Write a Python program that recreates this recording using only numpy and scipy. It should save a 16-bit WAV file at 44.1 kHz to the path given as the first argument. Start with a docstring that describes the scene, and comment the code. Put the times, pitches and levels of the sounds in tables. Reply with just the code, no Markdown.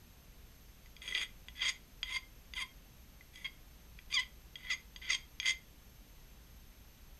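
"""A quiet workshop, one microphone close to a small metal part held in the fingers.
First the room tone: low rumble, hiss, mains hum and a thin electrical whine. Just before one second
a flat hand file is set down with a tick. Nine short strokes follow, the first over a dull rub: the teeth
rasp over the edge and ring the steel, and the small room answers. In the sixth, near four seconds,
they catch evenly and squeal. The last stroke ends before six seconds and leaves the room tone."""
import sys
import numpy as np
from scipy import signal
from scipy.fft import rfft, irfft
from scipy.io import wavfile

SR = 44100
rng = np.random.default_rng(int(sys.argv[2]) if len(sys.argv) > 2 else 0)


def wav_record(signal):
    """Record a signal, one row per channel, as 16-bit PCM in the file named by sys.argv[1]."""
    frames = np.transpose(np.atleast_2d(signal))
    bounded = np.clip(frames, -1, 1)
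    # unit amplitude maps onto the largest positive 16-bit level
    quanta = np.round(bounded * 32767).astype(np.int16)
    wavfile.write(sys.argv[1], SR, quanta)


N = 317299


def undb(db):
    """Decibels to gain."""
    return 10 ** (np.asarray(db) / 20)


def unit(x):
    """Scale to rms 1."""
    return x / np.sqrt(np.mean(x ** 2))


def gains(points, size):
    """Gain of a (Hz, dB) spectrum on the bins of a transform."""
    hz, db = np.transpose(points)
    bin_hz = np.arange(size // 2 + 1) * SR / size
    return undb(np.interp(np.log(bin_hz + 1), np.log(hz), db))


def lowpass(x, hz, order=2):
    """Butterworth low-pass."""
    return signal.sosfilt(signal.butter(order, hz, fs=SR, output="sos"), x)


def brighten(x, db, corner_hz):
    """Raise or lower everything above the corner."""
    backward = lowpass(x, corner_hz, order=3)[::-1]
    dull = lowpass(backward, corner_hz, order=3)[::-1]
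    return dull + undb(db) * (x - dull)


def walk(rate, size):
    """A smooth random wander with a spread near 1 and `rate` new values a second."""
    knots = np.arange(size) * rate / SR
    count = int(knots[-1]) + 2
    return np.interp(knots, np.arange(count), rng.standard_normal(count))


def clicks(places, heights, size, lobes=8):
    """Band-limited clicks at fractional sample places."""
    index = places.astype(int)[:, None] + np.arange(1 - lobes, lobes + 1)
    offset = index - places[:, None]
    shape = heights[:, None] * np.sinc(offset) * np.sinc(offset / lobes)
    return np.bincount(np.clip(index, 0, size - 1).ravel(), shape.ravel(), size)


def add(track, start_s, sound):
    """Mix a sound into the track."""
    start = int(start_s * SR)
    track[start:start + len(sound)] += sound[:N - start]


# The workshop air at the microphone. Each row: frequency in Hz, relative density in dB.
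AIR_SPECTRUM = [(10, -11), (26, -0.5), (52, -1), (80, -11), (170, -13), (350, -22.5), (700, -27),
                (1500, -29.5), (2600, -28.5), (5000, -32.5), (9000, -38), (15000, -41.5)]


def air(level_db=-57.5):
    """Steady low rumble and even hiss fill the room."""
    noise = rfft(rng.standard_normal(N))
    return undb(level_db) * unit(irfft(noise * gains(AIR_SPECTRUM, N), N))


# Electrical tones in the background. Each row: frequency in Hz, rms level in dB.
MAINS_TONES = [(59.5, -65), (5560, -85.5), (6293.6, -78.5), (6323, -85.5), (12586, -90.5), (12617.4, -72)]


def mains(flutter_db=1.5):
    """Mains hum and a thin electrical whine flutter slightly together."""
    t = np.arange(N) / SR
    tones = sum(undb(db) * np.sin(2 * np.pi * (hz * t + rng.random())) for hz, db in MAINS_TONES)
    return np.sqrt(2) * tones * undb(flutter_db * walk(100, N))


# Close by, the blade knocks on the part or a tooth catches its edge. 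Each row: start in seconds,
# force in dB, hardness as a cutoff in Hz, boost of the main ring in dB.
KNOCKS = [(.860, -52.5, 6500, -7), (0.966, -48, 6000, -3), (1.020, -44, 4500, -8),
          (1.0779, -31.5, 3480, -9), (1.0885, -32, 3400, -7), (1.111, -34, 3380, 0.5),
          (1.1235, -30.5, 3150, 0), (1.1503, -25.5, 3700, -10), (1.177, -27, 3200, -10),
          (1.4845, -34.5, 3160, -7.5), (1.613, -33, 3000, 6), (2.0305, -29, 6400, -14),
          (2.5368, -34, 4600, -2), (3.2088, -44.5, 1900, 5), (3.358, -45, 6000, -12.5),
          (3.989, -36.5, 2681, -5), (4.127, -29.5, 4100, -14), (4.5563, -37.5, 4000, -3),
          (4.669, -37, 2508, 0), (4.9614, -36, 4620, -1), (5.093, -37.5, 5000, -2.5), (5.4, -28, 6220, -8),
          (5.430, -33, 2995, -8), (5.4576, -31, 6500, -8)]


def knocks(push_db=18, skid_db=3, skid_s=.0017, snap_db=-20, thin_hz=1900, size=1024):
    """Each knock is one push and a brief skid that ring the steel; a softer contact is duller."""
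    out = np.zeros(N)
    for start, force_db, hard_hz, ring_db in KNOCKS:
        blow = undb(skid_db) * rng.standard_normal(size) * np.exp(-np.arange(size) / SR / skid_s)
        blow[0] += undb(push_db)
        snap = undb(snap_db) * np.diff(blow, prepend=0)  # the tooth tips add a fine, bright edge
        force = undb(force_db) * (lowpass(blow, hard_hz, order=3) + snap)
        thin = force - lowpass(force, thin_hz, order=1)
        add(out, start, steel(thin, bend_db=7.5, ring_db=ring_db, uneven_db=-1.5, drift=0))
    return out


# Modes of blade and part, damped by the hands: bending mode first, then the main ring.
# Each row: frequency in Hz, width in Hz, height over the broad radiation in dB.
STEEL_MODES = [(1000.6, 23.7, 10.5), (2022.5, 60.6, 24), (2377, 152, 10.5), (3277, 42, 18.5),
               (3303, 69.6, 17), (3580, 270, 12), (4756, 104.5, 20.5), (4760, 19, 12.5), (5508, 97, 8),
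               (6410, 49, 22), (6650, 68, 15), (8165, 47, 19), (9503, 140, 14.5), (10900, 370, 9),
               (14300, 120, 12)]
# The steel's broad radiation at the microphone. Each row: frequency in Hz, relative level in dB.
STEEL_RADIATION = [(100, -32.5), (400, -28.5), (800, -31.5), (1150, -21.5), (1800, -19), (2900, -14.5),
                   (4300, -25), (7000, -23.5), (8700, -34), (11500, -37.5), (13000, -54), (15000, -43)]


def steel(force, bend_db, ring_db, shift_hz=0, uneven_db=2.2, drift=.0095, size=4096):
    """The force rings modes that stand out of the broad radiation; the grip acts on the lowest two."""
    hz, width, db = np.transpose(STEEL_MODES)
    # each contact point excites and loads the modes differently
    excited, loaded = rng.standard_normal((len(hz), 2)).T
    db = db + uneven_db * excited
    hz = hz * (1 + drift * loaded)
    db[:2] += bend_db, ring_db
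    hz[1] += shift_hz
    width[:2] *= undb(-.1 * bend_db)  # a loose grip lets the low modes ring longer
    bin_hz = np.arange(size // 2 + 1) * SR / size
    detune = (bin_hz[:, None] - hz) / width
    skirts = np.exp(-(detune / 4.6) ** 2)
    peaks = undb(db) ** 2 / (1 + (2 * detune) ** 2) * skirts
    spectrum = gains(STEEL_RADIATION, size) * np.sqrt(1 + peaks.sum(axis=1))
    cepstrum = irfft(np.log(spectrum))
    cepstrum[1:size // 2] *= 2
    cepstrum[size // 2 + 1:] = 0  # causal: nothing sounds before the blow
    response = irfft(np.exp(rfft(cepstrum)))
    return signal.fftconvolve(force, response / np.linalg.norm(response))[:N]


def room(direct, level_db=-16.5, t60_s=.22, first_s=.0081, dull_hz=7000):
    """Bench, lathe and walls return a short, dense tail, well below the direct sound."""
    t = np.arange(SR // 2) / SR
    tail = lowpass(rng.standard_normal(len(t)), dull_hz, order=1)
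    tail *= undb(-60 * t / t60_s) * (t > first_s)
    return undb(level_db) * signal.fftconvolve(direct, tail / np.linalg.norm(tail))[:N]


def rub(start_s=1.0, length_s=.27, centre_hz=396, spread=1.32, level_db=-65):
    """A dull rubbing noise swells and fades under the first, slow stroke."""
    size = int(length_s * SR)
    band = signal.butter(2, [centre_hz / spread, centre_hz * spread], "bandpass", fs=SR, output="sos")
    noise = unit(signal.sosfilt(band, rng.standard_normal(size)))
    swell = np.sin(np.pi * np.arange(size) / size)
    out = np.zeros(N)
    add(out, start_s, undb(level_db) * noise * swell)
    return out


def teeth(hz, rough, cross_cut=.71, scatter_db=2, waver=.007, slip_spacings=.05):
    """One click per tooth; a rough pass makes their timing and strength uneven."""
    size = len(hz)
    passed = np.cumsum(hz * (1 + waver * walk(256.3, size))) / SR
    tooth = np.arange(1, int(passed[-1]))
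    places = np.interp(tooth, passed, np.arange(size))
    at = places.astype(int)
    late, strong = rng.standard_normal((len(at), 2)).T
    places += slip_spacings * rough[at] * late * SR / hz[at]
    alternate = 1 + cross_cut * rough[at] * (-1) ** tooth  # the second cut favours every other tooth
    force = clicks(places, undb(scatter_db * rough[at] * strong) * alternate, size)
    return unit(force - force.mean())


def chips(size, per_s=7000, spread_db=3.5):
    """Tiny chips tear off at random, a few much larger than the rest."""
    place, chance, sign = rng.random((int(per_s * size / SR), 3)).T
    heights = undb(-spread_db * np.log(np.maximum(chance, .01)))
    return unit(clicks(place * size, np.sign(sign - .5) * heights, size))


def rasp(controls, sheen_db, teeth_db=2, chips_db=-1, judder_db=2, bite_hz=4400, sheen_hz=8000):
    """Force of one pass: teeth and chips, juddering in the hand; a deeper bite adds treble."""
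    tooth_hz, force_db, bite_db, rough = controls  # one value per sample
    rough = np.clip(rough, 0, 1)
    ridges = undb(teeth_db) * lowpass(teeth(tooth_hz, rough), hz=4800, order=3)
    grit = undb(chips_db) * chips(len(rough))
    force = np.sqrt(1 - rough ** 2) * ridges + rough * grit
    force = brighten(force, bite_db, bite_hz)
    tips_db = .33 * (force_db.max() - np.maximum.accumulate(force_db))  # tips sparkle before digging in
    force = brighten(force, sheen_db + tips_db - .35 * bite_db, sheen_hz)  # sheen follows the bite less
    return force * undb(force_db + judder_db * walk(260, len(force)))


def file_pass(track, start, controls, bend_db, ring_db, sheen_db, hop=1024):
    """The rasp drives the steel; the contact travels along the blade, so the ring keeps changing."""
    force = rasp(controls, sheen_db)
    shift_hz = 8 * (undb(bend_db) - 1)  # a looser grip raises the main ring
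    for centre in range(0, len(force) + hop, hop):
        share = np.maximum(1 - np.abs(np.arange(len(force)) - centre) / hop, 0)
        add(track, start, steel(force * share, bend_db, ring_db, shift_hz))


def hand(skim_s, cut_s, touch_db, skim_db, cut_db, first_bite_db, last_bite_db, rough, skim_hz, loaded_s,
         touch_s=.004, dig_s=.0058, lift_s=.05, loaded_hz=1044.4, settle_s=.011, lurch_db=.94):
    """The hand touches, skims, digs in, cuts and lifts; under load the tooth rate settles."""
    cut_end = skim_s + cut_s
    t = np.arange(int((cut_end + lift_s) * SR)) / SR
    phases = np.maximum.accumulate([0, touch_s, skim_s - dig_s, skim_s, cut_end, cut_end + lift_s])
    tooth_hz = loaded_hz + (skim_hz - loaded_hz) / (1 + np.exp((t - loaded_s) / settle_s))
    force_db = np.interp(t, phases, [touch_db - 18.5, touch_db, skim_db, cut_db, cut_db, cut_db - 40.5])
    force_db += lurch_db * walk(66.8, len(t))  # the hand does not push evenly
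    bite_db = np.interp(t, phases[2:], [-9.5, first_bite_db, last_bite_db, -24])
    roughness = np.interp(t, phases[2:], [.88, rough, rough, .93])
    return tooth_hz, force_db, bite_db, roughness


# The file at work near the microphone. Each row: start, skim length and cut length in seconds;
# force at first touch, at the skim's end and in the cut in dB; bite (treble) as the cut begins and ends
# in dB; roughness of the cut from 0 (even) to 1 (dry rasp); skim rate in teeth per second; seconds until
# halfway to the loaded rate; boosts of bending mode, main ring and sheen (top treble) in dB.
FILE_STROKES = [ (1.014, .135, .088, -48.5, -46, -35, -20, -9.5, 1.03, 390, .16, -3.5, -2, 7.5),
                (1.549, 0.069, 0.079, -54, -40.5, -32.5, -12, 10.5, 0.82, 1707, 0.089, 1.5, -0.5, -4),
                (2.042, 0.086, 0.038, -54.5, -37, -37, -2, -1, 0.81, 1611, 0.062, 13.5, 2, 5),
                (2.549, .021, .054, -55, -45, -38, -16, -5, .68, 1657, 0.04, 14, 0.5, 12.5),
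                (3.334, .113, .013, -59, -56, -38, -13, -14, 0.49, 1133, 0.12, 2, 1.5, 8.5),
                (4.581, .122, .030, -58.5, -45, -33, 2.5, 7.5, 0.65, 1490, .137, 5, 4, -3),
                (5.012, .081, .058, -46.5, -43.5, -35.5, 3, 11.5, 0.66, 1550, 0.097, 3, 2.5, -12),
                (5.414, .043, .052, -48, -42, -33, 1.5, 8.5, 0.85, 1034, .1, -17, 0, -1.5), ]


def strokes():
    """Eight rasping strokes skim the edge, cut and lift off, each with its own grip."""
    out = np.zeros(N)
    for start, *motion, bend_db, ring_db, sheen_db in FILE_STROKES:
        file_pass(out, start, hand(*motion), bend_db, ring_db, sheen_db)
    return out


# The course of the squealing stroke, at the same spot. Each row: time in seconds,
# rate in teeth per second, force in dB, bite in dB, roughness from 0 to 1.
SQUEAL_COURSE = [(4.1, 998, -58, -7, .87), (4.13, 1077, -42.5, 0, .45), (4.148, 1234, -37.5, 15.5, 0.22),
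                 (4.16, 1132, -40, 3.5, 0.4), (4.173, 1084, -30, -13, 0), (4.184, 980, -32.5, -10, 0.03),
                 (4.197, 1009, -33, 7.5, 0.4), (4.213, 1075, -42, -7, 0.4), (4.239, 1052, -51, -22, 0.65)]


def squeal():
    """The teeth catch evenly, so their clicks merge into a pitched squeal."""
    times, *columns = np.transpose(SQUEAL_COURSE)
    t = np.arange(int(times[0] * SR), int(times[-1] * SR)) / SR
    controls = [np.interp(t, times, column) for column in columns]
    out = np.zeros(N)
    file_pass(out, times[0], controls, bend_db=-6, ring_db=-7.5, sheen_db=2)
    return out


def scene():
    """In mono: the filing up close, its reflections behind it and the room tone beneath."""
    filing = knocks() + rub() + strokes() + squeal()
    return (filing + room(filing) + air() + mains())[None]


def record(dry, top_hz=15100):
    """The camera's microphone channel cuts the top steeply."""
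    return signal.sosfilt(signal.ellip(10, .1, 70, top_hz, fs=SR, output="sos"), dry)


dry = scene()
out = record(dry)
wav_record(out)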